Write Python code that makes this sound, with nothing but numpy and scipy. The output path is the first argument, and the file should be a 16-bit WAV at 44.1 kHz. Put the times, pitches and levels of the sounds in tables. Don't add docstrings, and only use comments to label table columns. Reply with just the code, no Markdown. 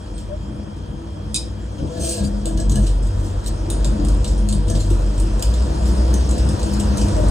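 import sys
import numpy as np
from scipy import signal
from scipy.fft import rfft, irfft, next_fast_len
from scipy.io import wavfile
from scipy.ndimage import uniform_filter1d, map_coordinates

SR = 44100
rng = np.random.default_rng(int(sys.argv[2]) if len(sys.argv) > 2 else 0)


def master(y):
    cut = np.clip(np.atleast_2d(y).T, -1, 1)
    pcm = np.round(cut * 32767)
    wavfile.write(sys.argv[1], SR, pcm.astype(np.int16))


def level_to_linear(level):
    exponent = np.asarray(level, float) / 20
    return 10 ** exponent


N = 321930


def unit(x):
    return x / np.sqrt(np.mean(x ** 2) + 1e-20)


def along(points, hz):
    f, v = np.transpose(points)
    return np.interp(np.log(hz + 1), np.log(f + 1), v)


def curves(rows):
    s, *cols = np.transpose(rows)
    return [np.interp(np.arange(N) / SR, s, c) for c in cols]


def filtered(x, response):
    n = x.shape[-1]
    m = next_fast_len(n + 4096)
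    return irfft(rfft(x, m) * response(np.fft.rfftfreq(m, 1 / SR)), m)[..., :n]


def modes(table, f):
    return sum((-1) ** k * level_to_linear(db) * 1j * f * w / (c * c - f * f + 1j * f * w)
               for k, (c, w, db) in enumerate(table))


def noise(patchy_db):
    z = signal.stft(rng.standard_normal((2, N)), nperseg=512)[2]
    field = uniform_filter1d(rng.standard_normal(z.shape[1:]), size=8, axis=0)
    field = uniform_filter1d(field, size=10, axis=1)
    return signal.istft(z * level_to_linear(patchy_db * unit(field)), nperseg=512)[1][:, :N]


def grains(count, spread_db):
    at = rng.integers(0, N, count)
    size = level_to_linear(spread_db * np.minimum(rng.exponential(size=count), 4.5))
    return np.array([np.bincount(at, size * rng.standard_normal(count), N) for _ in range(2)])


def add(track, s, piece):
    i = round(s * SR)
    track[:, i:i + piece.shape[1]] += piece[:, :max(N - i, 0)]


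def swells(rows):
    t = np.arange(0, N / SR + .002, .002)
    s, db, rise, fall = np.transpose(rows)[:, :, None]
    before, after = (s - t) / np.maximum(rise, .005), (t - s) / np.maximum(fall, .005)
    far = np.where(t < s, before, after)
    gain = level_to_linear(db - 20 * far ** 1.5).sum(axis=0)
    return np.interp(np.arange(N) / SR, t, gain)


def draught_db():
    # (time [s], strength [dB])
    strength = [(0.0, -50.5), (0.75, -49.5), (1.93, -49), (2.09, -48), (3.64, -44.5), (3.82, -41.5),
                (4.49, -45.5), (5.96, -39.5), (6.24, -40), (7.3, -37)]
    return curves(strength)[0] + 46


def drone():
    # (time [s], pitch [Hz], level [dB])
    note_path = [(0.0, 50.8, -54), (0.12, 49.4, -27), (0.28, 45.5, -33.5), (0.57, 58.47, -35.5),
                 (1.67, 56.9, -30), (1.81, 70.4, -33), (2.05, 67.5, -28), (2.32, 45.9, -21.5),
                 (2.82, 49.65, -14), (2.88, 46.46, -16.5), (3.66, 46.7, -21.5), (3.84, 48.7, -16.5),
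                 (5.35, 45.92, -15), (5.57, 59.78, -15.5), (6.49, 61.9, -15.5), (6.65, 56.83, -19.5),
                 (7.14, 56.47, -19.5), (7.3, 44.74, -12)]
    # (time [s], depth [dB])
    dips = [(1.93, 16), (2.17, 32), (2.42, 10), (2.514, 3), (2.614, 11), (2.873, 1), (3.133, 16),
            (3.302, 18), (3.427, 16), (3.512, 1), (3.577, 14), (3.682, 14), (3.971, 18), (4.26, 14.5),
            (4.37, 6), (4.48, 4.5), (4.545, 6), (4.634, 4), (4.719, 9), (4.839, 9), (4.944, -1),
            (5.138, 11), (5.298, 8), (5.422, 25), (5.677, 9), (5.752, 11), (5.956, 11), (6.366, 7),
            (6.54, 6.5), (6.595, 11), (6.685, 17), (6.824, 17), (6.964, 30), (7.094, 17)]
    dip_s = .024
    hz, db = curves(note_path)
    t = np.arange(N) / SR
    db = db + 1.5 - sum(depth_db * np.exp(-((t - s) / dip_s) ** 2) for s, depth_db in dips)
    note = np.sqrt(2) * np.sin(2 * np.pi * np.cumsum(hz) / SR)
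    blur = unit(filtered(rng.standard_normal(N), lambda f: modes([(50.3, 32, 0)], f) ** 3))
    return level_to_linear(db) * (0.8 * note + 0.24 * blur) * [[1], [0]]


def roar():
    # (frequency [Hz], density [dB per Hz])
    flame = [(33, -33), (42, -3), (70, 2.5), (130, -5.5), (250, -12.5), (500, -21), (690, -22),
             (790, -26.5), (900, -24.5), (1200, -31), (1800, -37.5), (2200, -47.5), (3500, -46.5),
             (6000, -120)]
    # (frequency [Hz], width [Hz], level [dB])
    shaken_modes = [(150, 1.4, -10.5), (212.6, 6.4, -12), (295.4, 4.9, -8), (330.8, 6.1, -7),
                    (489, 6.7, -13.5), (616, 70, -26), (970, 7.5, -25)]
    # (level at the mean draught [dB], growth [dB per dB of draught])
    regions = [
        (-29, 0.71),
        (-37.5, 1),
        (-44, 0.94),
    ]
    # (time [s], strength [dB], rise [s], fall [s])
    shakes = [(1.83, -20, 0.044, 0.083), (2.01, -22, 0.049, 0.042), (2.24, -28.5, 0.048, 0.11),
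              (2.52, -29.5, 0.086, 0.15), (2.75, -27, 0.24, 0.33), (3.92, -33, 0.29, 1),
              (4.78, -25.5, 0.13, 0.023), (4.95, -35, 0.03, 0.17), (6.2, -43, 0.14, 0.62),
              (7.2, -35, 0.022, 0.32)]
    both = filtered(noise(patchy_db=1.0),
                    lambda f: level_to_linear(along(flame, f)) + level_to_linear(3.5) * np.abs(modes(shaken_modes, f)))
    low = lambda f, edge_hz: 1 / (1 + (f / edge_hz) ** 6)
    parts = [lambda f: low(f, 272), lambda f: low(f, 844) - low(f, 305), lambda f: 1 - low(f, 798)]
    shake, strength_db = swells(shakes), draught_db()
    extra = [shake, level_to_linear(-15.5) * shake, 0]
    return sum((level_to_linear(db + grows * strength_db) + more) * unit(filtered(both, part))
               for (db, grows), more, part in zip(regions, extra, parts))


def counter():
    # (time [s], peak [dB], rise [s], fall [s])
    sing_high = [(.52, -40, 0.21, 0.3), (2.24, -29.5, 0.091, 0.15), (2.8, -25.5, 0.44, 0.14),
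                 (4.0, -41.5, 0.095, 0.93), (4.55, -28, 0.22, 0.064), (6.199, -29, 0.097, 0.19),
                 (6.999, -28.5, 0.69, 0.21)]
    # (time [s], peak [dB], rise [s], fall [s])
    sing_low = [(1.299, -38, 0.41, 0.67), (1.85, -44, 0.057, .3), (3.3, -29, 0.84, 0.53),
                (4.0, -47.5, 0.64, 1), (4.92, -21.5, 0.48, 0.14), (7.18, -20, 0.29, 0.12)]
    rest_db = -40.5, -37.5

    def ring(hz, width):
        return unit(filtered(rng.standard_normal((2, N)), lambda f: modes([(hz, width, 0)], f) ** 2))

    high, low = (level_to_linear(db + 0.64 * draught_db()) + swells(rows)
                 for db, rows in zip(rest_db, (sing_high, sing_low)))
    return high * ring(206.6, 12.7) + low * ring(95.66, 5.4)


def hood():
    # (frequency [Hz], width [Hz], level [dB])
    whistles = [(2377, 110, 1), (3240, 150, 7), (4870, 160, -15)]
    air = rng.standard_normal((2, N))
    return level_to_linear(-56.0) * unit(filtered(air, lambda f: np.abs(modes(whistles, f)) ** 1.44))


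def sizzle():
    # (time [s], level [dB])
    heat = [(0.0, -49), (0.69, -51), (1.81, -49), (2.15, -33.5), (2.27, -44.5), (2.5, -47), (2.68, -47),
            (3.05, -45.5), (4.21, -41.5), (4.55, -45), (4.86, -44.5), (5.02, -41.5), (6.28, -36.5),
            (7.3, -36)]
    # (frequency [Hz], density [dB per Hz])
    fizz = [(1200, -49), (2000, -19.5), (2500, 0), (3300, -1.5), (4000, 1.5), (4800, 3), (6200, -1.5),
            (8300, -3), (12000, 3.5), (16000, -4)]
    # (frequency [Hz], width [Hz], level [dB])
    whistle_peak = [(5100, 130, -1.5)]
    spray = unit(noise(patchy_db=2.2)) + .3 * unit(grains(count=9000, spread_db=3))
    spit_db, spit_t60 = -14, 0.044
    fade = level_to_linear(-60 * np.arange(SR // 20) / SR / spit_t60)
    puffs = signal.fftconvolve(np.abs(grains(count=260, spread_db=1)[0]), fade)[:N]
    spray = spray + level_to_linear(spit_db) * unit(puffs * rng.standard_normal((2, N)))
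    colour = lambda f: level_to_linear(along(fizz, f)) * (1 + np.abs(modes(whistle_peak, f)))
    return level_to_linear(curves(heat)[0] + 0.4) * unit(filtered(spray, colour))


def squeals():
    # (time [s], length [s], pitch [Hz], glide [Hz], level [dB])
    slips = [(0.138, .06, 8400, 0, -53), (.28, .09, 546, 88, -37), (1.348, 0.028, 6920, 100, -29),
             (1.96, .1, 1715, -20, -50), (1.965, 0.11, 4300, 2, -48), (1.992, 0.101, 6250, -100, -39.5),
             (2.003, 0.082, 8400, 147, -35), (2.011, .13, 655, 8.5, -34), (2.017, .055, 3200, -2, -46.5),
             (2.049, .08, 1630, 0, -54), (2.079, 0.073, 7840, -300, -43), (2.085, .05, 9170, -500, -32),
             (2.137, .06, 1670, -30, -51), (2.177, .035, 8100, -100, -47), (2.18, .1, 1616, 40, -52),
             (2.234, 0.053, 8900, 2, -44), (2.238, .05, 7200, 0, -48), (2.242, 0.047, 4730, 102, -41),
             (2.442, 0.0793, 1620, 90, -51), (2.58, 0.077, 686, -30, -38), (2.57, .09, 1670, 20, -51),
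             (2.708, 0.102, 1600, 133, -47), (2.758, 0.062, 700, -84, -34), (2.864, .035, 8750, 0, -44),
             (4.691, 0.072, 1704, 0, -49), (4.79, .035, 7150, 100, -38.5), (4.793, 0.032, 4240, 4, -41),
             (7.151, 0.11, 628, -36, -31.5)]
    blur = .045
    out, t = np.zeros((2, N)), np.arange(SR // 5) / SR
    for s, length, hz, glide_hz, db in slips:
        u = np.clip(t / max(length, .01), 0, 1)
        flicker = [map_coordinates(rng.standard_normal(200), [2 + t * blur * hz]) for _ in range(2)]
        tone = np.sin(2 * np.pi * np.cumsum(hz + glide_hz * u) / SR)
        tone = tone * np.sqrt(np.abs(np.sin(np.pi * u)))
        add(out, s, level_to_linear(db + 3.5) * tone * ([[.5], [0]] + np.array(flicker)) * (u < 1))
    return out


def iron(f):
    # (frequency [Hz], density [dB per Hz])
    rasp = [(1200, -49), (2000, -8.5), (3000, 2), (4800, -3), (6200, -4), (8300, -8), (12000, 11),
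            (16000, -21.5)]
    # (frequency [Hz], width [Hz], level [dB])
    pan_modes = [(3200, 200, -28), (4060, 67, 4.5), (4990, 15, 4), (6060, 110, -10), (7050, 14, 5),
                 (8380, 37, -30), (7900, 650, 4), (8400, 150, -37)]
    return level_to_linear(along(rasp, f)) * (1 + 0.56 * np.abs(modes(pan_modes, f)))


def taps():
    # (time [s], peak [dB], ring of the spot [Hz], ring of the pick [Hz], dullness [dB])
    sharp_ticks = [(1.1264, -47, 3240, 7590, -11), (1.7182, -40, 3200, 7950, -11),
                   (1.869, -36, 3380, 7800, -6), (2.1849, -28.5, 4240, 8000, -5), (2.24, -31, 4740, 7240, -1),
                   (2.4767, -42, 3220, 8300, -3), (2.7209, -25.5, 4000, 8140, -11),
                   (3.8452, -18.5, 4760, 7500, -8.5), (4.049, -24.5, 3240, 8360, -12),
                   (4.0849, -22.5, 4500, 8800, -13.5), (4.143, -31, 3240, 8530, -16),
                   (5.3946, -26, 4760, 7200, -18), (5.424, -14.5, 4980, 8400, -12),
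                   (5.5387, -26, 3470, 7290, -9), (5.6206, -30, 4770, 7600, -9),
                   (6.14, -19.5, 3630, 6400, -18), (6.1988, -33, 5050, 8350, -22),
                   (6.3809, -24.5, 2750, 7700, -14), (6.5931, -26.5, 4340, 6270, -14),
                   (6.7316, -30, 5010, 6970, -7), (6.7378, -23.5, 4770, 6930, -18),
                   (6.7979, -17.5, 3200, 8150, -14), (7.2842, -25.5, 4000, 8500, -17)]
    more_taps = [(2.6, -23.5, 5100, 8100, -11), (2.7167, -25, 2940, 8250, -13.5),
                 (3.0675, -28.5, 3280, 8040, -18), (3.462, -22.5, 4250, 8250, -11),
                 (3.4733, -30, 5100, 8400, -7), (4.5257, -19.5, 4150, 8700, -13),
                 (4.6999, -22, 5880, 8087, -9), (5.1986, -22, 4980, 8726, -24),
                 (6.3102, -22, 4955, 7665, -21), (6.6298, -23.5, 4500, 8250, -11),
                 (7.0846, -26, 5100, 8520, -8), (7.163, -29, 5240, 7900, -11)]
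    skids = [(1.7806, -34, 3150, 6360, -3), (1.999, -27, 4280, 8900, -21),
             (2.456, -19.5, 3020, 8250, -14.5), (2.5737, -26, 4290, 6000, -8),
             (2.6955, -20.5, 3520, 6700, -17), (2.7563, -19.5, 2958, 8340, -11),
             (3.026, -29.5, 5100, 8003, -10), (3.701, -17.5, 6850, 9100, -10),
             (4.2439, -22, 3800, 8350, -11.5), (4.4878, -20, 4300, 8630, -15),
             (5.1772, -28, 3273, 7707, -10), (6.291, -24, 4050, 7050, -13), (6.4883, -24, 5042, 8380, -10),
             (6.9721, -20, 4600, 6323, -12.5), (6.98, -23.5, 3200, 6060, -9),
             (7.0134, -23.5, 5047, 5940, -7)]
    scuffs = [(0.1768, -27.5, 3220, 8440, -14), (1.973, -35, 3180, 7500, -16),
              (2.8255, -29, 3250, 7610, -12), (2.8657, -20, 2950, 8450, -6.5),
              (3.4403, -29.5, 5190, 7980, -11), (3.745, -40, 2633, 9240, -10),
              (4.2735, -20, 5240, 7750, -16), (4.3757, -28, 5370, 8950, -11), (4.6786, -24, 3116, 8150, -7),
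              (4.7494, -21, 4930, 8040, -3), (4.8015, -22, 4206, 7050, -4), (4.88, -41, 2710, 5844, -14),
              (4.9018, -21, 2660, 7840, -13), (5.8551, -22, 2930, 7340, -13)]
    sharp_s, soft_s, crack_t60 = .0002, .004, .03
    # contacts, t60 [s], rise [s]
    kinds = [(sharp_ticks, 0.1, sharp_s), (more_taps, 0.094, sharp_s),
             (skids, 0.19, sharp_s), (scuffs, 0.17, soft_s)]
    contacts = [(*row, *how) for rows, *how in kinds for row in rows]
    out, t = np.zeros((2, N)), np.arange(SR // 5) / SR
    for s, db, low_hz, high_hz, dull_db, t60, rise in contacts:
        chatter = level_to_linear(2.2 * unit(uniform_filter1d(rng.standard_normal(len(t)), size=90)))
        rise = max(rise, soft_s * min((-25 - db) / 8, 1))
        shape = 2.15 * level_to_linear(-60 * t / crack_t60) + chatter * level_to_linear(-60 * t / t60)
        shape = shape * (1 - np.exp(-t / rise))
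        pair = [(low_hz, 170, 8), (high_hz, 300, 8)]
        chance = [(hz, 220, 3) for hz in np.sort(rng.uniform(1320, 10700, size=7))]
        tilt = lambda f: level_to_linear((dull_db + 8.0) / (1 + (f / 5500) ** 6) - 6 / (1 + (f / 3200) ** 6))
        rings = lambda f: .6 + np.abs(modes(pair, f)) + np.abs(modes(chance, f))
        hiss = rng.standard_normal((2, len(t)))
        burst = shape * unit(filtered(hiss, lambda f: iron(f) * tilt(f) * rings(f)))
        add(out, s, level_to_linear(db - 11.0) * burst)
    return out


def knocks():
    # (time [s], peak [dB], pitch [Hz], t60 [s])
    blows = [(.31, -29.5, 616, 0.22), (1.789, -16.5, 140, 0.19), (1.796, -18, 550, 0.11),
             (1.9, -25, 495, 1), (2.02, -27, 664, 0.64), (2.205, -11, 202.9, 0.81),
             (2.449, -18, 326.6, 0.94), (2.736, -9, 131.6, 0.72), (2.585, -26, 626, 0.23),
             (2.785, -21, 625, 0.14), (2.826, -15, 150, 0.14), (3.682, -16, 332, 0.35),
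             (3.85, -20, 603, 0.14), (3.99, -16, 294.5, 0.98), (4.55, -10.5, 150, .3),
             (4.7, -15.5, 658, 0.13), (4.746, -6.5, 204, 0.1), (4.909, -7, 340, 0.14)]
    out, t = np.zeros((2, N)), np.arange(SR // 3) / SR
    partials = [(1, 1), (0.48, 0.39), (0.12, 2.7)]
    for s, db, hz, t60 in blows:
        note = sum(size * np.sin(2 * np.pi * ratio * hz * t) for size, ratio in partials)
        fade = level_to_linear(db - 8.5 - 60 * t / max(t60, .03)) * (1 - np.exp(-t / 0.0019))
        add(out, s, fade * note * [[1], [.9]])
    return out


def clink():
    # (time [s], peak [dB])
    strikes = [
        (1.344, -5),
        (1.3596, -6),
        (1.3647, -40),
    ]
    # (frequency [Hz], width [Hz], level [dB], t60 [s])
    tool_rings = [(2500, 120, -6.5, 0.085), (3470, 85, -4, 0.05), (3860, 290, 4.5, 0.075),
                  (4852, 130, 1, 0.14), (5180, 170, -5.5, 0.26), (6160, 350, -5, 0.092),
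                  (7080, 60, -7, 0.064), (6930, 160, 0.5, 0.066), (7800, 670, -1, 0.09),
                  (8350, 870, 4.5, 0.031), (9120, 1600, 6.5, 0.087)]
    out, t = np.zeros((2, N)), np.arange(SR // 3) / SR
    dull = lambda f: iron(f) / (1 + (f / 12500) ** 4) / (1 + (3400 / (f + 1)) ** 6)
    for s, db in strikes:
        hiss = rng.standard_normal((2, len(t)))
        ring = 0
        for hz, width, level, t60 in tool_rings:
            tone = unit(filtered(hiss, lambda f: modes([(hz, width, 0)], f) ** 2))
            ring = ring + level_to_linear(level - 60 * t / t60) * tone
        splash = 4 * level_to_linear(-60 * t / 0.006) + 0.7 * level_to_linear(-60 * t / 0.23)
        clatter = splash * unit(filtered(rng.standard_normal((2, len(t))), dull))
        add(out, s, level_to_linear(db - 20.5) * (ring + clatter))
    return out


def drag():
    # (time [s], peak [dB], rise [s], fall [s])
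    slides = [(2.05, -25.5, 0.08, 0.13), (2.11, -24.5, 0.068, 0.09), (2.19, -35, 0.045, 0.061),
              (2.25, -29.5, 0.027, 0.061), (2.87, -37, 0.12, 0.08), (3.27, -39.5, 0.18, 0.071),
              (3.48, -27.5, 0.028, 0.023), (4.7, -36, 0.034, 0.56), (5.88, -38, 0.096, 0.25),
              (6.98, -38, 0.017, 0.78)]
    # (frequency [Hz], width [Hz], level [dB])
    shafts = [(3250, 150, -9.5), (4300, 240, -3), (6040, 290, 4.5), (7150, 210, 6), (8260, 300, 7)]
    # (time [s], peak [dB], rise [s], fall [s])
    presses = [(2.0, -54, 0.1, 0.14), (2.12, -48, 0.27, 0.3), (2.46, -46, 0.0082, 0.1),
               (2.6, -48.5, 0.016, 0.068), (2.79, -52.5, 0.053, 0.042), (4.49, -53.5, 0.028, 0.068),
               (4.7, -54, 0.0093, 0.18)]
    # (frequency [Hz], width [Hz], level [dB])
    body = [(334.7, 11, 15.5), (495, 26, 14), (666, 57, 12.5), (1600, 87, 0), (1690, 66, -1)]
    clumps = level_to_linear(2.0 * unit(uniform_filter1d(rng.standard_normal(N), size=400)))
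    catches = unit(noise(patchy_db=2)) + 0.35 * unit(grains(count=12000, spread_db=2.0))
    light = lambda f: level_to_linear(-9 / (1 + (f / 5000) ** 4) + 0.79 / (1 + (11500 / (f + 1)) ** 12))
    thin = lambda f: iron(f) * (1 + np.abs(modes(shafts, f))) * light(f)
    scrape = swells(slides) * unit(clumps * filtered(catches, thin))
    hum = filtered(rng.standard_normal((2, N)), lambda f: np.abs(modes(body, f)) ** 1.76)
    return scrape + level_to_linear(17.5) * swells(presses) * unit(hum)


def room(x):
    # (frequency [Hz], t60 [s])
    decay = [(500, 0.16), (4000, 0.33), (10000, 0.24)]
    hz, t, z = signal.stft(rng.standard_normal((2, SR // 2)), SR, nperseg=256)
    tail = signal.istft(z * level_to_linear(-60 * t / along(decay, hz)[:, None]), SR, nperseg=256)[1]
    late = np.pad(x, ((0, 0), (200, 0)))
    return signal.fftconvolve(late, tail / np.linalg.norm(tail[0]), axes=1)[:, :N]


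def ports(pair):
    # (frequency [Hz], likeness [0-1])
    alike = [(60, .995), (170, .88), (430, .82), (650, .64), (1000, .38), (2000, .42), (4700, .6),
             (5700, .4), (6250, .98), (7500, .97), (8300, .92), (9800, .7), (11300, .9), (12100, .88),
             (12900, .96), (15500, .86)]
    # (frequency [Hz], lead [rad])
    lead = [(350, 0), (520, -.9), (700, -2.5), (820, -3.4), (1120, -4.5), (1600, -5.6), (2200, -5.1),
            (3200, -5.3), (4800, -4.3), (6300, -6.28), (7400, -6.1), (9500, -5), (10800, -3.3),
            (12500, -3.14)]
    # (frequency [Hz], level [dB])
    left = [(60, .4), (100, 1.5), (190, 4.5), (300, 2), (450, 1.5), (630, 4), (1000, 0), (16000, 0)]
    # (frequency [Hz], level [dB])
    port_colour = [(2000, 0), (7000, 0), (8600, 2), (9500, -3), (10200, -11.5), (10900, -13), (11500, -12),
                   (12300, -7), (13500, -6), (14600, -6), (15800, -7), (16500, -12), (17000, -60)]
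    turn = lambda f: np.arccos(np.clip(along(alike, f), 0, 1)) / 2
    split = lambda f: level_to_linear(along(port_colour, f)) * [np.cos(turn(f)), np.sin(turn(f))]
    same, other = filtered(pair, split)

    def sides(f):
        half_db = along(left, f) / 2
        return np.array([level_to_linear(half_db), level_to_linear(-half_db) * np.exp(1j * along(lead, f))])

    return filtered(np.array([same + other, same - other]), sides)


def thin_treble(x, under_db, line_db, from_hz):
    # (time [s], length [s], gain [dB], top [Hz])
    openings = [(0, .003, 3, 16600), (.174, .008, 0, 12500), (1.126, .004, 3, 16000),
                (1.343, .004, -6, 12500), (1.716, .005, 3, 16000), (1.98, .03, -3, 13300),
                (2.455, .006, -3, 12800), (2.472, .026, -2, 16000), (2.573, .012, 0, 13000),
                (2.59, .024, -2, 16000), (2.694, .036, -1, 16000), (2.745, .031, -1, 16000),
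                (3.44, .02, -3, 15000), (3.46, .038, 2, 16500), (3.699, .009, 6, 16600),
                (3.844, .004, -6, 16500), (4.045, .007, 1, 16600), (4.083, .006, 1, 16600),
                (4.243, .012, -3, 11800), (4.486, .004, -1, 16600), (4.675, .05, -3, 12900),
                (4.786, .034, 1, 16000), (5.185, .035, 4, 12000), (5.421, .01, 6, 16600),
                (6.137, .007, 5, 16600), (6.34, .055, -3, 12000), (6.575, .034, -2, 15500),
                (6.715, .034, 0, 16000), (6.785, .034, 0, 15500)]
    pair = np.array([x[0] + x[1], x[0] - x[1]]) / 2
    hz, _, z = signal.stft(pair, SR, nperseg=2048)
    band = np.arange(len(hz)) // 20
    line_power = np.abs(z) ** 2
    power = np.add.reduceat(line_power, np.arange(0, len(hz), 20), axis=1) / 20
    treble = power[:, band[hz > from_hz][0]:].mean(axis=(0, 1)) + 1e-20
    wander_db = 6 * unit(uniform_filter1d(rng.standard_normal(power.shape), size=2))
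    tilt_db = np.interp(np.arange(power.shape[1]), [23, 24, 26, 27, 29, 30], [-2, -6, -3, 5, 4, 14])
    strong_band = power > treble * level_to_linear(2 * under_db + wander_db + tilt_db[:, None])
    strong = strong_band[:, band] & (line_power > treble * level_to_linear(2 * line_db))
    kept = z * (strong | (hz < from_hz)[:, None])
    lean = signal.istft(kept, SR, nperseg=2048)[1][:, :N]
    lost, found = pair - lean, np.zeros((2, N))
    for s, length, db, top_hz in openings:
        piece = lost[:, round(s * SR):][:, :round(length * SR)]
        top = lambda f: (f > 10300) * level_to_linear(7 * (f > 14300)) / (1 + (f / top_hz) ** 60)
        fade = signal.windows.tukey(piece.shape[1], .3)
        add(found, s, level_to_linear(db) * fade * filtered(piece, top))
    mid, side = lean + found
    return np.array([mid + side, mid - side])


def scene():
    picks, tool = taps(), clink()
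    metal = picks + tool + level_to_linear(-3.0) * room(picks + .5 * tool) + drag() + squeals()
    stove = drone() + roar() + counter() + hood() + sizzle() + knocks()
    return ports(metal + stove)


def top_cut(x):
    return signal.sosfilt(signal.butter(12, 16510, fs=SR, output="sos"), x)


def record(dry):
    lean = thin_treble(dry, under_db=-7, line_db=-7.5, from_hz=5700)
    return top_cut(lean)


dry = scene()
out = record(dry)
master(out)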